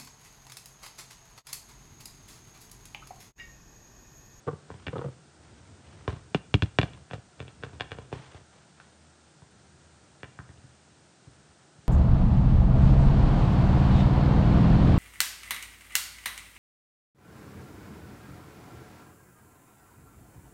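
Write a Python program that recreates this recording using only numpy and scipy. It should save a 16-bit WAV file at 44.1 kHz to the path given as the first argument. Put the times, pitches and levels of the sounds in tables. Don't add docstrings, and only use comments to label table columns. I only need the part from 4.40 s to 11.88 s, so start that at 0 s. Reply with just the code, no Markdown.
import sys
import numpy as np
from scipy import signal
from scipy.fft import rfft, irfft
from scipy.io import wavfile

SR = 44100
rng = np.random.default_rng(int(sys.argv[2]) if len(sys.argv) > 2 else 0)


def file_out(sig):
    cols = np.atleast_2d(sig).T
    lim = np.clip(cols, -1, 1)
    pcm = np.round(lim * 32767).astype(np.int16)
    wavfile.write(sys.argv[1], SR, pcm)


N = 329868
TIME = np.arange(N) / SR
RING_TIME = np.arange(int(.2 * SR)) / SR

# start in seconds, thump pitch in Hz, thump level in dB,
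# clack level in dB, hardness (treble over body) in dB, board pitch in Hz, clack pitch in Hz.
TIRE_IMPACTS = [(1.6781, 98.5, -25.5, -33.5, -13.5, 470, 1100), (1.694, 95, -54, -46, -23, 467, 1400),
                (1.727, 117, -34.5, -51, -19, 400, 1000), (1.7605, 111, -40.5, -69, -18, 510, 1600),
                (1.9465, 166.6, -22, -26.5, -5.5, 340, 2680), (2.1409, 108.4, -13, -27.5, 3.5, 330, 2480),
                (2.1537, 111.7, -62, -67, 25, 312, 2250), (2.2222, 105, -18, -36, 7, 380, 1620),
                (2.2336, 115, -25, -43.5, -2, 452, 4100), (2.259, 103, -56, -73, 14, 300, 4100),
                (2.3866, 120.8, -17.5, -24, -1, 634, 1850), (2.4142, 137, -37, -40, 9.5, 580, 2325),
                (2.4307, 127, -23.5, -36.5, 0, 670, 1790), (2.5341, 109, -56, -65, 14, 580, 3550),
                (2.7107, 148, -42, -48, -2, 750, 1460), (2.7333, 115, -34.5, -41.5, -10, 514, 2500),
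                (3.0025, 114, -35.5, -44, -2.5, 424, 2220), (3.0799, 118, -50, -55, 4, 362, 2750),
                (3.2352, 121, -37.5, -40.5, -6, 460, 1550), (3.332, 96, -45, -58, -28, 300, 864),
                (3.4075, 102, -40, -37.5, 5, 770, 1670), (3.5176, 111.5, -40, -42.5, 0, 496, 1780),
                (3.5856, 100, -41.5, -46, -18, 496, 940), (3.727, 129, -34, -38.5, -16.5, 370.4, 950),
                (3.945, 98, -44.5, -54, -14, 370, 900)]
# frequency in Hz, relative level in dB, time to decay by 60 dB in seconds.
BOARD_MODES = [(310, -6, .05), (425, 0, .04), (495, -5, .03), (575, -9, .025), (700, -6, .025),
               (1040, -3, .014), (1300, -6, .01), (1520, -1, .012), (1800, -6, .013), (2330, 0, .012),
               (2740, 2, .014), (3380, 1, .017), (4120, -14, .04), (4700, -6, .007), (6200, -17, .004)]
CARCASS_MODES = [(66, -19, .13), (138, -23, .13), (198, -12, .075), (302, -10, .07), (405, -17, .055)]
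FLOOR_MODES = [(138, -6, .1), (175, -13, .05), (280, -9, .025), (390, -3, .022), (475, 0, .032),
               (690, -8, .016), (880, -7, .012), (1110, 0, .015), (1430, -8, .012), (1850, -5, .01),
               (2900, -8, .004)]
# lower edge in Hz, upper edge in Hz.
IMPACT_BANDS = [(190, 780), (800, 1900), (2200, 3800), (3950, 9000)]
# offset from the clack in dB, dB per dB of hardness, share of the hollow lift.
IMPACT_BAND_LEVELS = [(2, -0.17, 0), (-5, 0.22, 1), (-0.5, 0.76, 0), (-15.5, 0.8, 0)]
# start in seconds, length in seconds, rumble level in dB, brushing level in dB.
FLOOR_SLIDES = [(0.248, 0.49, -53, -60.5), (.98, 0.47, -53.5, -64), (1.42, 0.35, -52, -61),
                (1.822, 0.54, -55.5, -79.5), (2.41, 0.21, -50, -66), (2.95, 0.83, -55.5, -72),
                (3.711, 0.25, -63, -54.5), (4.095, .12, -62, -60), (4.35, 0.15, -73, -60.5),
                (5.09, 1.23, -63, -72.5), (6.47, 0.11, -57, -74), (6.894, 0.29, -61, -71.5)]
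# frequency in Hz, relative level in dB.
RUMBLE_SPECTRUM = [(35, -28), (70, 9), (130, 1.5), (280, -8.5), (500, -12.5), (1000, -43), (2500, -49.5)]
BRUSH_SPECTRUM = [(150, -2), (500, 8.5), (1000, 8), (1550, 5), (2150, 2.5), (3300, 0), (4500, -5.5),
                  (9000, -15)]
TAIL_SPECTRUM = [(40, 18), (80, 0), (150, 5.5), (300, 0), (700, 10), (1500, 0.5), (3000, 1), (5000, -8),
                 (9000, -16)]
ROOM_TONE_SPECTRUM = [(18, -61), (30, -33), (59, -34), (80, 15.5), (102, -46), (129, -5.5), (219, 3),
                      (278, -4.5), (306, 2.5), (472, -5), (762, -3.5), (1140, -10), (1390, -4.5),
                      (2130, -13), (9200, -13.5), (12000, -141), (20200, -120)]
# start in seconds, length in seconds, body level in dB, brightness in dB.
FLOOR_GROANS = [(0.0683, 0.0035, -34.5, -19), (0.0758, 0.015, -28, 7.5), (0.108, 0.0087, -41, 3),
                (0.13, 0.0065, -37, -7), (.155, 0.0045, -52, 0), (0.53, 0.0076, -33, -2),
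                (.556, 0.012, -32, 6), (0.591, 0.0047, -32, 6), (.614, 0.0066, -34, 9),
                (0.642, .007, -33, -5.5), (0.656, 0.0069, -36, -10.5), (0.684, 0.0061, -42.5, -3)]
# lower edge in Hz, upper edge in Hz.
GROAN_BANDS = [(85, 175), (215, 620), (830, 1400), (1550, 3700)]
# offset from the body level in dB, dB per dB of brightness.
GROAN_BAND_LEVELS = [(-1, -.5), (0, 0), (-10, .5), (-25, -0.03)]
# start in seconds, thump level in dB, clack level in dB,
# hardness in dB, clack pitch in Hz.
HAND_TAPS = [(0.3023, -45, -48, -28, 1010), (0.3136, -44, -62.5, -4, 1860), (.341, -43, -57.5, -10, 880),
             (.467, -42, -43, 1, 2920), (0.4704, -34, -44, 1, 2200), (.4818, -34, -42.5, -4, 2200),
             (0.5817, -35, -45.5, -9.5, 3730), (4.4, -60, -69, 11, 1480), (5.02, -49, -65, -6, 930),
             (5.8318, -43.5, -46, -3, 2107), (5.9892, -40, -57.5, -8, 1410), (6.091, -45, -63, -12, 1930),
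             (6.1753, -52, -68, 1, 2980), (6.2394, -48, -78, -13, 920), (6.87, -46, -70, -17, 920),
             (7.382, -52, -85, -5, 920)]
# delay in seconds, gain in dB.
REFLECTIONS = [(0.011, -15), (0.0148, -19), (0.0255, -25)]
# time in seconds, gain in dB.
ROOM_SHARE = [(0, -0.5), (1.68, 1), (2.14, -10.5), (2.75, 0), (5.8, 6.5)]
# centre in Hz, bandwidth in Hz, rms level in dB.
FAN_RESONANCES = [(144, 32, -65), (1386, 37, -84.5), (676, 47, -81)]


def tire_bounces(toppled_s=2.6, graze_lead_s=.0085, rock_gap_s=.028, rock_loss_db=6.5):
    out = np.zeros(N)
    for start, thump_hz, thump_db, clack_db, hardness_db, *pitches in TIRE_IMPACTS:
        add(out, start, impact(thump_hz, thump_db, clack_db, hardness_db, *pitches))
        if start > toppled_s:
            graze_db = clack_db - 14.5
            add(out, start - graze_lead_s, impact(thump_hz, graze_db, graze_db, hardness_db, *pitches))
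            for _ in range(2):
                start += rock_gap_s * np.exp(.15 * rng.standard_normal())
                thump_db -= rock_loss_db
                add(out, start, impact(thump_hz, thump_db, thump_db - 11.5, -11, *pitches))
    return out


def impact(thump_hz, thump_db, clack_db, hardness_db, board_hz, clack_hz,
           hollow_db=9, clack_lift_db=7, cutoff_hz=4300):
    out = np.zeros(len(RING_TIME))
    crack, flutter = rng.standard_normal((2, len(RING_TIME))) * [decay(.044), decay(.12)]
    blow = modal_ring(BOARD_MODES, scatter_db=1.5, detune=.02) + undb(-2) * crack
    blow = emphasise(blow, clack_hz, clack_lift_db)
    blow = emphasise(blow, board_hz, db=7) + undb(-21) * flutter
    blow = band(blow, cutoff_hz, "lowpass")
    octaves_off = np.log2(clack_hz / 1384)
    lift_db = hollow_db * np.exp(-(octaves_off / .66) ** 2)
    for edges, (offset_db, slope, share) in zip(IMPACT_BANDS, IMPACT_BAND_LEVELS):
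        band_db = clack_db + offset_db + slope * hardness_db + share * lift_db
        out -= burst(band(blow, edges, "bandpass", order=4), band_db)
    add(out, .0018, burst(carcass_thump(thump_hz, thump_db), thump_db))
    return out


def carcass_thump(hz, blow_db, swell_s=.004, lag_s=.01):
    envelope = RING_TIME / swell_s * np.exp(1 - RING_TIME / swell_s)
    squash = envelope * np.sin(2 * np.pi * hz * RING_TIME)
    hollow = modal_ring(CARCASS_MODES, scatter_db=1, detune=.01) * (1 - np.exp(-RING_TIME / lag_s))
    hollow_db = 4 + .14 * (blow_db + 26)
    return band(squash + undb(hollow_db) * hollow, 63, "highpass")


def rolling(attack_s=.05, release_s=.22, scuff_t60=.16):
    lumps = rng.standard_normal(N) * undb(3 * wander(35))
    rumble = band(colour(lumps, RUMBLE_SPECTRUM), 60, "highpass", order=4)
    scratches = rng.standard_normal(N) * undb(3 * wander(170))
    brush = colour(scratches, BRUSH_SPECTRUM)
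    rumble_gain, brush_gain = np.zeros((2, N))
    for start, length, rumble_db, brush_db in FLOOR_SLIDES:
        rise = (TIME - start) / attack_s
        fall = (start + length - TIME) / release_s + .5
        swell = np.clip(np.minimum(rise, fall), 0, 1)
        rumble_gain += undb(rumble_db) * swell
        brush_gain += undb(brush_db) * swell
    for start, _, _, clack_db, *_ in TIRE_IMPACTS:
        add(brush_gain, start, undb(-28.5 + .5 * clack_db) * decay(scuff_t60))
    return level(rumble, 0) * rumble_gain + level(brush, 0) * brush_gain


def floor_groans(slip_hz=380, unevenness=.3):
    out = np.zeros(N)
    for start, length, body_db, brightness_db in FLOOR_GROANS:
        gap_scatter, size_scatter = rng.standard_normal((2, 32))
        gaps = np.exp(unevenness * gap_scatter) / slip_hz
        slip_times = np.cumsum(gaps) - gaps[0]
        within = slip_times < length
        slips = np.zeros(len(RING_TIME))
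        slips[(slip_times[within] * SR).astype(int)] = undb(2 * size_scatter[within])
        response = modal_ring(FLOOR_MODES, scatter_db=1.5, detune=.02)
        wood = signal.fftconvolve(slips, response)[:len(RING_TIME)]
        for edges, (offset_db, slope) in zip(GROAN_BANDS, GROAN_BAND_LEVELS):
            band_db = body_db + offset_db + slope * brightness_db
            add(out, start, burst(band(wood, edges, "bandpass", order=3), band_db, length))
    return out


def hand_taps(thump_hz=121.4, board_hz=400):
    out = np.zeros(N)
    for start, thump_db, clack_db, hardness_db, clack_hz in HAND_TAPS:
        add(out, start, impact(thump_hz, thump_db, clack_db, hardness_db, board_hz, clack_hz,
                               hollow_db=21, clack_lift_db=11, cutoff_hz=4470))
    return out


def room(x, low_t60=.57, high_t60=.5, build_s=.0013):
    t = np.arange(SR) / SR
    noise = colour(rng.standard_normal(SR), TAIL_SPECTRUM)
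    low = band(noise, 566, "lowpass") * decay(low_t60, t)
    high = band(noise, 420, "highpass") * decay(high_t60, t)
    tail_gain = undb(-14) / np.sqrt(SR * low_t60 / np.log(1e6))
    response = (low + high) * (1 - np.exp(-t / build_s)) * tail_gain
    for delay, db in REFLECTIONS:
        response[int(delay * SR)] += undb(db)
    return signal.fftconvolve(x, response)[:N]


def ambience():
    out = level(colour(rng.standard_normal(N), ROOM_TONE_SPECTRUM), -59.5)
    for hz, width, db in FAN_RESONANCES:
        hum = band(rng.standard_normal(N), [hz - width / 2, hz + width / 2], "bandpass", order=1)
        out += level(hum, db)
    return out


def modal_ring(modes, scatter_db, detune):
    hz, db, t60 = np.transpose(modes)[:, :, None]
    weight, shift = rng.standard_normal((2, len(hz), 1))
    waves = np.cos(2 * np.pi * hz * (1 + detune * shift) * RING_TIME)
    return np.sum(undb(db + scatter_db * weight) * waves * decay(t60), axis=0)


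def emphasise(x, hz, db):
    return x + (undb(db) - 1) * signal.lfilter(*signal.iirpeak(hz, Q=4, fs=SR), x)


def decay(t60, t=RING_TIME):
    return np.exp(-np.log(1000) * t / t60)


def undb(db):
    return 10 ** (np.asarray(db) / 20)


def level(x, db):
    return x * undb(db) / np.sqrt(np.mean(x ** 2))


def burst(x, db, length_s=.01):
    return x * undb(db) * np.sqrt(length_s * SR / np.sum(x ** 2))


def band(x, hz, kind, order=2):
    return signal.sosfilt(signal.butter(order, hz, kind, fs=SR, output="sos"), x)


def colour(x, spectrum):
    hz, db = np.transpose(spectrum)
    bin_hz = np.maximum(np.arange(len(x) // 2 + 1) * SR / len(x), 1)
    return irfft(rfft(x) * undb(np.interp(np.log(bin_hz), np.log(hz), db)), len(x))


def wander(rate_hz):
    return np.interp(TIME * rate_hz, np.arange(4096), rng.standard_normal(4096))


def add(track, start_s, x):
    i = max(int(start_s * SR), 0)
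    track[i:i + len(x)] += x[:len(track) - i]


def scene():
    direct = tire_bounces() + hand_taps() + floor_groans()
    room_share = undb(np.interp(TIME, *np.transpose(ROOM_SHARE)))
    return (direct + room(direct * room_share) + rolling() + ambience())[None]


def record(dry):
    top_cut = signal.ellip(10, .2, 60, 9350, fs=SR, output="sos")
    return signal.sosfilt(top_cut, band(dry, 58, "highpass"))


dry = scene()
out = record(dry)
file_out(out)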